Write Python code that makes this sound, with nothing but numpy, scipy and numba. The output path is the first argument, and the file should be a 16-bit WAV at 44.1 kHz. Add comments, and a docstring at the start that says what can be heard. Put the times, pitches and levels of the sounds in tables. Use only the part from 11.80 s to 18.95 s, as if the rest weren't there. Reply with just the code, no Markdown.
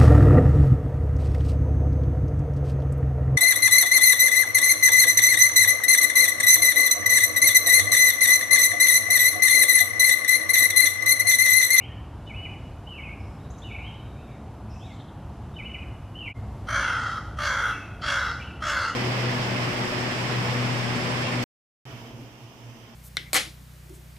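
"""A quiet garden on the edge of town. Far traffic hums low throughout. Over it a songbird whistles
short warbled phrases that slap back off house walls, and small birds chip further off.
At about 4.5 s everything dips briefly to near silence; the phrases stop and only single notes follow.
Then a crow caws four times close by: rough membrane pulses ringing its chest, throat and beak."""
import sys
import numpy as np
from scipy import signal
from scipy.io import wavfile
from scipy.ndimage import uniform_filter1d
from numba import njit

SR = 44100
rng = np.random.default_rng(int(sys.argv[2]) if len(sys.argv) > 2 else 0)


def dump_mix(stems):
    """Bounce the given channels to the path in sys.argv[1] as a 16-bit WAV at rate SR."""
    frames = np.atleast_2d(stems).T  # one column per channel
    limited = np.clip(frames, -1, 1)  # hard clip at full scale
    pcm = np.round(limited * 32767).astype(np.int16)
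    wavfile.write(sys.argv[1], SR, pcm)


N = 315315

# the caws: onset t/s, length/s, peak level/dB, fade/(dB/s), fresh membrane rate f/Hz,
# fresh roughness (0-1), fresh and tired throat shift (1 = rest), treble flare/dB,
# open beak f/Hz, fresh and tired beak level/dB, chest level/dB
CAWS = [(4.882, 0.5, -26.5, 25, 599.4, 0.57, 1.012, 0.905, 1, 3170, -15, -13, -36),
        (5.583, 0.33, -26.5, 14.5, 604.1, 0.37, 0.99, 0.94, 5.2, 3250, -14.5, -13, -32),
        (6.226, 0.29, -26.5, 32.3, 601, .5, 1.007, 0.91, 5, 3255, -8, -19, -33),
        (6.819, 0.28, -26.5, 23, 612, 0.354, 0.998, 0.89, 4, 3297, -13, -18.5, -30.5)]
NASAL_WIDTH_HZ = 265
# the crow's throat resonances: f/Hz, width/Hz, level/dB
THROAT_FORMANTS = [(886, 960, -13.5), (1493, NASAL_WIDTH_HZ, 2), (2172, NASAL_WIDTH_HZ, -11.5),
                   (5340, 4400, -42), (2870, 580, -18), (4074, 150, -29), (4460, 820, -21),
                   (5510, 440, -23), (6000, 450, -24.5), (6750, 2500, -25.5), (8650, 460, -37.5),
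                   (9300, 2000, -33), (12160, 4000, -39)]
# the songbird's three phrase shapes: t/s into the phrase, pitch f/Hz, level/dB
DIVES = [(0, 2950, -61), (.012, 3002, -44), (.026, 2898, -60), (.034, 2390, -45.5), (.06, 2050, -49.5),
         (.075, 2450, -51), (.097, 2670, -51.5), (.105, 2922, -43.5), (.184, 2967, -48.5), (.19, 2380, -44),
         (.205, 1990, -51.5), (.22, 2520, -55), (.28, 2476, -59)]
SLIDE = [(0, 2600, -61), (.015, 2950, -41), (.04, 3130, -51), (.065, 2920, -37), (.09, 2680, -42),
         (.112, 2600, -54), (.118, 2380, -41), (.14, 2110, -36.5), (.165, 2250, -40.5), (.19, 2650, -42.5),
         (.21, 2280, -43), (.25, 2170, -44), (.27, 2500, -50), (.29, 2400, -70)]
SWOOP = [(0, 3310, -55), (.016, 3865, -51), (.019, 2980, -60), (.025, 2876, -50), (.045, 2868, -47),
         (.065, 2620, -52), (.095, 2224, -47.5), (.11, 2714, -52), (.13, 2210, -40.5), (.15, 2780, -46.5),
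         (.165, 2086, -46.5), (.19, 2420, -55), (.225, 2890, -46.5), (.25, 3177, -50), (.3, 3130, -66)]
# the song's cue list: phrase, trill depth/Hz, [(start t/s, gain/dB)]
SONG_CUES = [(DIVES, 15.9, [(.465, 1.8), (3.757, 3)]), (SLIDE, 54.6, [(1.06, -4.5), (4.342, -1.2)]),
             (SWOOP, 49.4, [(-.2, -0.5), (1.82, 1.5)])]
# single notes of small birds and, from 5.9 s, of the songbird:
# t/s, length/s, first f/Hz, last f/Hz, level/dB, trill depth/Hz
CHIPS = [(0.09, 0.034, 1800, 1804, -60, 60), (0.461, 0.017, 3420, 3720, -66, 100),
         (1.395, 0.18, 5240, 5260, -77, 247), (1.599, 0.16, 3750, 3960, -71.5, 80),
         (1.703, 0.0094, 5860, 7540, -57.5, 40), (1.782, 0.0079, 5800, 7170, -61, 40),
         (2.001, 0.53, 3820, 3740, -73, 120.4), (2.355, 0.076, 2420, 2710, -66, 99),
         (2.478, 0.087, 2360, 2080, -65.5, 80), (2.88, 0.083, 2510, 2565, -65.5, 79),
         (2.895, 0.12, 5640, 5430, -68.5, 298), (2.947, 0.22, 7180, 6420, -74.5, 900),
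         (2.999, 0.069, 3090, 3870, -61.5, 61.4), (3.012, 0.11, 2730, 2067, -62, 40),
         (3.091, 0.12, 3650, 3680, -64.5, 298), (3.74, 0.0246, 3500, 3770, -65, 100.3),
         (4.55, 0.052, 2130, 2050, -62.5, 39.4), (5.919, 0.14, 2686, 2555, -52, 59.3),
         (5.937, 0.068, 2280, 2230, -56, 41), (6.612, .07, 2686, 2926, -50.5, 118.3),
         (6.598, 0.029, 2355, 2290, -52.5, 60), (6.668, 0.053, 2710, 2690, -53.5, 79),
         (7.052, 0.11, 2730, 3050, -48.5, 61.8)]
# tone colour of the far traffic: f/Hz, relative level/dB
TRAFFIC_SPECTRUM = [(15, -55), (25, -78), (43, -10), (106, -1.5), (175, -9), (204, -11.5), (303, -11),
                    (384, -20.5), (649, -19), (721, -16), (1040, -21), (2410, -44), (2900, -36),
                    (3770, -50), (13300, -53.5)]
# wavering hums of far engines: f/Hz, width/Hz, relative level/dB
ENGINE_HUMS = [(49, 26, -14.5), (58.6, 4.7, -6), (74.1, 3.7, -7), (102.7, 8, -5.5), (119.5, 10.5, -10),
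               (212.2, 6.2, -16)]
# the low rumble's level drifts irregularly: t/s, level/dB
RUMBLE_LEVEL = [(0, -40.5), (.95, -39.5), (2.9, -40), (3.25, -43), (3.5, -38.5), (4.4, -39.5), (4.9, -37),
                (5.7, -39.5), (6.05, -46), (6.201, -39.5), (7.15, -39.5)]

CROAK_S, CROAK_DB, CROAK_BRIGHT_DB = .024, -17.5, 7  # a faint, bright croak leads into each caw
BITE_S, BITE_DB, SWELL_S = .0056, -5.5, .076  # the voice breaks in, then swells to its peak
RELEASE_DB_PER_S = 502
TIRING_S, TIRED_HZ, TIRED_ROUGH = .21, 440.2, .75  # as effort ebbs the membrane slows and roughens
BEAK_SHUT_HZ, BEAK_OPENS_S, SHUT_DROP = 3120, .018, .07  # the throat sits lower until the beak opens
FLARE_S, FLARE_WIDTH_S, DULL_DB = .076, .041, -1.5  # the treble flares around the peak
FLUTTER_HZ, FLUTTER_DEPTH, FLUTTER_BEND = 59.89, .27, .06
WEAK_PULSE_DB, SECOND_PARTIAL_DB = -3.5, -15
CHEST_WIDTH_HZ, BEAK_WIDTH_HZ, SECOND_WIDTH_HZ = 840, 310, 220
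RESTLESS_DB, RESTLESS_SHIFT = 4.5, .014  # the throat never holds one shape
TRILL_HZ, SONG_LEAD_S = 69.33, .25
TRAFFIC_DB = -41.5
WALL_SLAP_S, GARDEN_T60_S = .086, .83
NEAR_T60_S, NEAR_DB = .15, 2.5  # hedges and fences scatter a dense early wash
DIP_S, DIP_FADE_S = 4.534, .035
BASS_CUT_HZ, WIDE_ABOVE_HZ, TOP_HZ = 12, 4560, 13300


def crow():
    """Uneven membrane pulses and breath, shaken by a flutter, ring chest, throat and beak."""
    db, hz, rough, shift, bright_db, beak_hz, beak_db, chest_db = caw_gestures()
    stretch, size = np.clip(rng.standard_normal((N // 40, 2)).T, -2, 2)
    flutter = np.sin(2 * np.pi * np.cumsum(FLUTTER_HZ * (1 + .22 * walk(40))) / SR)
    bent_hz = hz * (1 + FLUTTER_BEND * flutter)  # puts sidebands on each partial
    pulses = membrane(bent_hz, rough, .12 * stretch, 2.5 * size, float(undb(WEAK_PULSE_DB)))
    breath = .6 * rough * noise()
    source = (1 + FLUTTER_DEPTH * flutter) * (unit(pulses - pulses.mean()) + breath)
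    voice = undb(chest_db) * ring(source, hz, CHEST_WIDTH_HZ)
    voice += undb(beak_db) * ring(source, beak_hz, BEAK_WIDTH_HZ)
    voice -= undb(SECOND_PARTIAL_DB) * ring(source, 2 * hz, SECOND_WIDTH_HZ)
    for k, (formant_hz, width, peak_db) in enumerate(THROAT_FORMANTS):
        upper = formant_hz > 2500
        centre = formant_hz * shift ** (.4 if upper else 1) * (1 + upper * RESTLESS_SHIFT * walk(9))
        gain_db = peak_db + upper * (bright_db + RESTLESS_DB * walk(12))
        voice += (-1) ** k * undb(gain_db) * ring(source, centre, width)
    gate = np.clip((db + 55) / 5, 0, 1)
    return voice * undb(db) * gate


def caw_gestures():
    """Each caw croaks, bites, swells, fades and lets go; ebbing effort slows and roughens it."""
    table = np.array(CAWS)
    which = np.clip(np.searchsorted(table[:, 0] - CROAK_S, clock()) - 1, 0, None)
    (onset, length, peak_db, fade_rate, fresh_hz, fresh_rough, fresh_shift, tired_shift,
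     flare_db, open_hz, fresh_beak_db, tired_beak_db, chest_db) = table[which].T
    age = clock() - onset
    attack_db = np.interp(age, [-2 * CROAK_S, -CROAK_S, 0, BITE_S, SWELL_S],
                          [-60, CROAK_DB - 14.5, CROAK_DB, BITE_DB, 0])
    fade_db = fade_rate * np.maximum(age - SWELL_S, 0)
    release_db = RELEASE_DB_PER_S * np.maximum(age - length, 0)
    db = peak_db + attack_db - fade_db - release_db
    effort = np.exp(-(age / TIRING_S) ** 2)
    shut = np.exp(-np.maximum(age, 0) / BEAK_OPENS_S)
    flare = np.exp(-((age - FLARE_S) / FLARE_WIDTH_S) ** 2)
    croak_lift_db = CROAK_BRIGHT_DB * (age < 0)
    hz = blend(TIRED_HZ, fresh_hz, effort)
    rough = blend(TIRED_ROUGH, fresh_rough, effort)
    shift = blend(tired_shift, fresh_shift, effort) - SHUT_DROP * shut
    bright_db = DULL_DB + croak_lift_db + flare_db * flare
    beak_hz = blend(open_hz, BEAK_SHUT_HZ, shut)
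    beak_db = blend(tired_beak_db, fresh_beak_db, effort) + croak_lift_db
    return db, hz, rough, shift, bright_db, beak_hz, beak_db, chest_db


@njit
def membrane(hz, rough, stretch, size_db, weak):
    """One pulse per membrane closure, every second one weaker; roughness scatters period and size."""
    pulses, phase, k = np.zeros(len(hz) + 1), 0., 0
    for i in range(len(hz)):
        step = hz[i] * (1 + rough[i] * stretch[k]) / SR
        phase += step
        if phase >= 1:
            phase, k = phase - 1, k + 1
            size = 10 ** (rough[i] * size_db[k] / 20) * (weak if k % 2 else 1.)
            pulses[i] += size * phase / step  # the closure falls between two samples
            pulses[i + 1] += size * (1 - phase / step)
    return pulses[:-1]


def songbird():
    """Three echoing phrases, each sung twice; one is already under way at the start."""
    song = sum(undb(db) * whistle(start + SONG_LEAD_S, *np.transpose(phrase), depth_hz)
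               for phrase, depth_hz, cues in SONG_CUES for start, db in cues)
    echoing = garden(song, wet_db=1, slap_db=-7, treble_t60=.79)
    lead = int(SONG_LEAD_S * SR)
    return np.pad(echoing[lead:], (0, lead))


def whistle(start, times, hz, db, depth_hz):
    """A bird's near-sine tone along a pitch path, wobbling in pitch and strength."""
    t = clock() - start
    wobble = np.sin(2 * np.pi * TRILL_HZ * t) + .9 * walk(220)
    pitch = np.interp(t, times, hz) + depth_hz * wobble
    gain = undb(np.interp(t, times, db, left=-200, right=-200) + 2.14 * walk(90))
    return np.sqrt(2) * gain * np.sin(2 * np.pi * np.cumsum(pitch) / SR)


def bird_notes():
    """Short gliding whistles that sag a little in level and end on an accent."""
    progress, accent_db = np.array([0, .25, .8, 1]), np.array([2.5, 2.5, -1, 7])
    return sum(whistle(start, progress * length, blend(first, last, progress), db + accent_db, depth_hz)
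               for start, length, first, last, db, depth_hz in CHIPS)


def traffic():
    """A bed of far traffic: third-octave noise bands swell together and flicker alone."""
    bed, swell_db = 0, .5 * walk(.26)
    hz_points, db_points = np.transpose(TRAFFIC_SPECTRUM)
    for hz in 28 * 2 ** (np.arange(27) / 3):
        centre = np.full(N, hz)
        db = np.interp(np.log(hz), np.log(hz_points), db_points) + swell_db + 1.2 * walk(7)
        bed += undb(db) * bandpass(bandpass(noise(), centre, hz / 3), centre, hz / 3)
    return unit(bed) * undb(TRAFFIC_DB)


def engines():
    """Far engines hum in narrow noise bands that waver in pitch and level."""
    hums = 0
    for hz, width, db in ENGINE_HUMS:
        gain = undb(db + 1.8 * walk(3.4))
        hums += gain * unit(bandpass(noise(), hz * (1 + .019 * walk(2.1)), float(width)))
    return hums * undb(np.interp(clock(), *np.transpose(RUMBLE_LEVEL)))


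def garden(x, wet_db, slap_db, treble_t60):
    """Direct sound, one wall slap and a scattered tail whose treble dies first."""
    slap = np.pad(x, (int(WALL_SLAP_S * SR), 0))[:N]
    low = signal.sosfilt(signal.butter(2, 2500, fs=SR, output="sos"), noise_tail(GARDEN_T60_S))
    high = signal.sosfilt(signal.butter(2, 2500, "high", fs=SR, output="sos"), noise_tail(treble_t60))
    early = undb(NEAR_DB) * noise_tail(NEAR_T60_S)
    return x + undb(slap_db) * slap + undb(wet_db) * reverb(x, low + high + early)


def widen(x, side_db, t60):
    """Two microphone ports catch different scattered treble; the lows stay centred."""
    treble = signal.sosfilt(signal.ellip(8, .5, 85, WIDE_ABOVE_HZ, "high", fs=SR, output="sos"), x)
    side = undb(side_db) * reverb(treble, noise_tail(t60))
    return np.array([x + side, x - side])


def reverb(x, tail):
    """Smear x through a tail scaled to unit energy."""
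    return signal.fftconvolve(x, tail / np.sqrt(np.sum(tail ** 2)))[:N]


def noise_tail(t60):
    """1.5 s of noise dying away at 60 dB per t60."""
    t = np.arange(int(1.5 * SR)) / SR
    return rng.standard_normal(len(t)) * undb(-60 * t / t60)


def ring(x, hz, width):
    """A resonance applied twice keeps the valleys dark."""
    return unit(bandpass(bandpass(x, hz, float(width)), hz, float(width)))


@njit
def bandpass(x, hz, width):
    """State-variable band-pass with a moving centre, gain 1 there."""
    y, band, low = np.empty(len(x)), 0., 0.
    for i in range(len(x)):
        g, damping = np.tan(np.pi * hz[i] / SR), width / hz[i]
        v = (band + g * (x[i] - low)) / (1 + g * (g + damping))
        band, low = 2 * v - band, low + 2 * g * v
        y[i] = damping * v
    return y


def walk(rate):
    """Random levels held 1 / rate s and slewed twice; spread near 1."""
    hold = int(SR / rate)
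    steps = np.repeat(rng.standard_normal(N // hold + 1), hold)
    return 1.242 * uniform_filter1d(uniform_filter1d(steps, hold), hold)[:N]


def blend(a, b, amount):
    return a + (b - a) * amount


def undb(db):
    return 10 ** (np.asarray(db) / 20)


def unit(x):
    return x / np.sqrt(np.mean(x ** 2))


def noise():
    return rng.standard_normal(N)


def clock():
    return np.arange(N) / SR


def scene():
    """Birds in the garden over the town's hum; the whole mix ducks briefly before the crow."""
    t = clock()
    caws = garden(crow(), wet_db=-4, slap_db=-17, treble_t60=.8)
    song = songbird() * (t < DIP_S)
    chips = garden(bird_notes(), wet_db=.5, slap_db=-6, treble_t60=.79)
    birds = widen(caws + song + chips, side_db=-6.5, t60=.43)
    town = widen(traffic() + engines(), side_db=-3, t60=3)
    dip = np.clip(np.abs(t - DIP_S) / DIP_FADE_S, .03, 1)
    return (birds + town) * dip


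def record(dry):
    """The phone drops the deepest bass and cuts the top."""
    thin = signal.sosfilt(signal.butter(2, BASS_CUT_HZ, "high", fs=SR, output="sos"), dry)
    return signal.sosfilt(signal.ellip(10, .2, 60, TOP_HZ, fs=SR, output="sos"), thin)


dry = scene()
out = record(dry)
dump_mix(out)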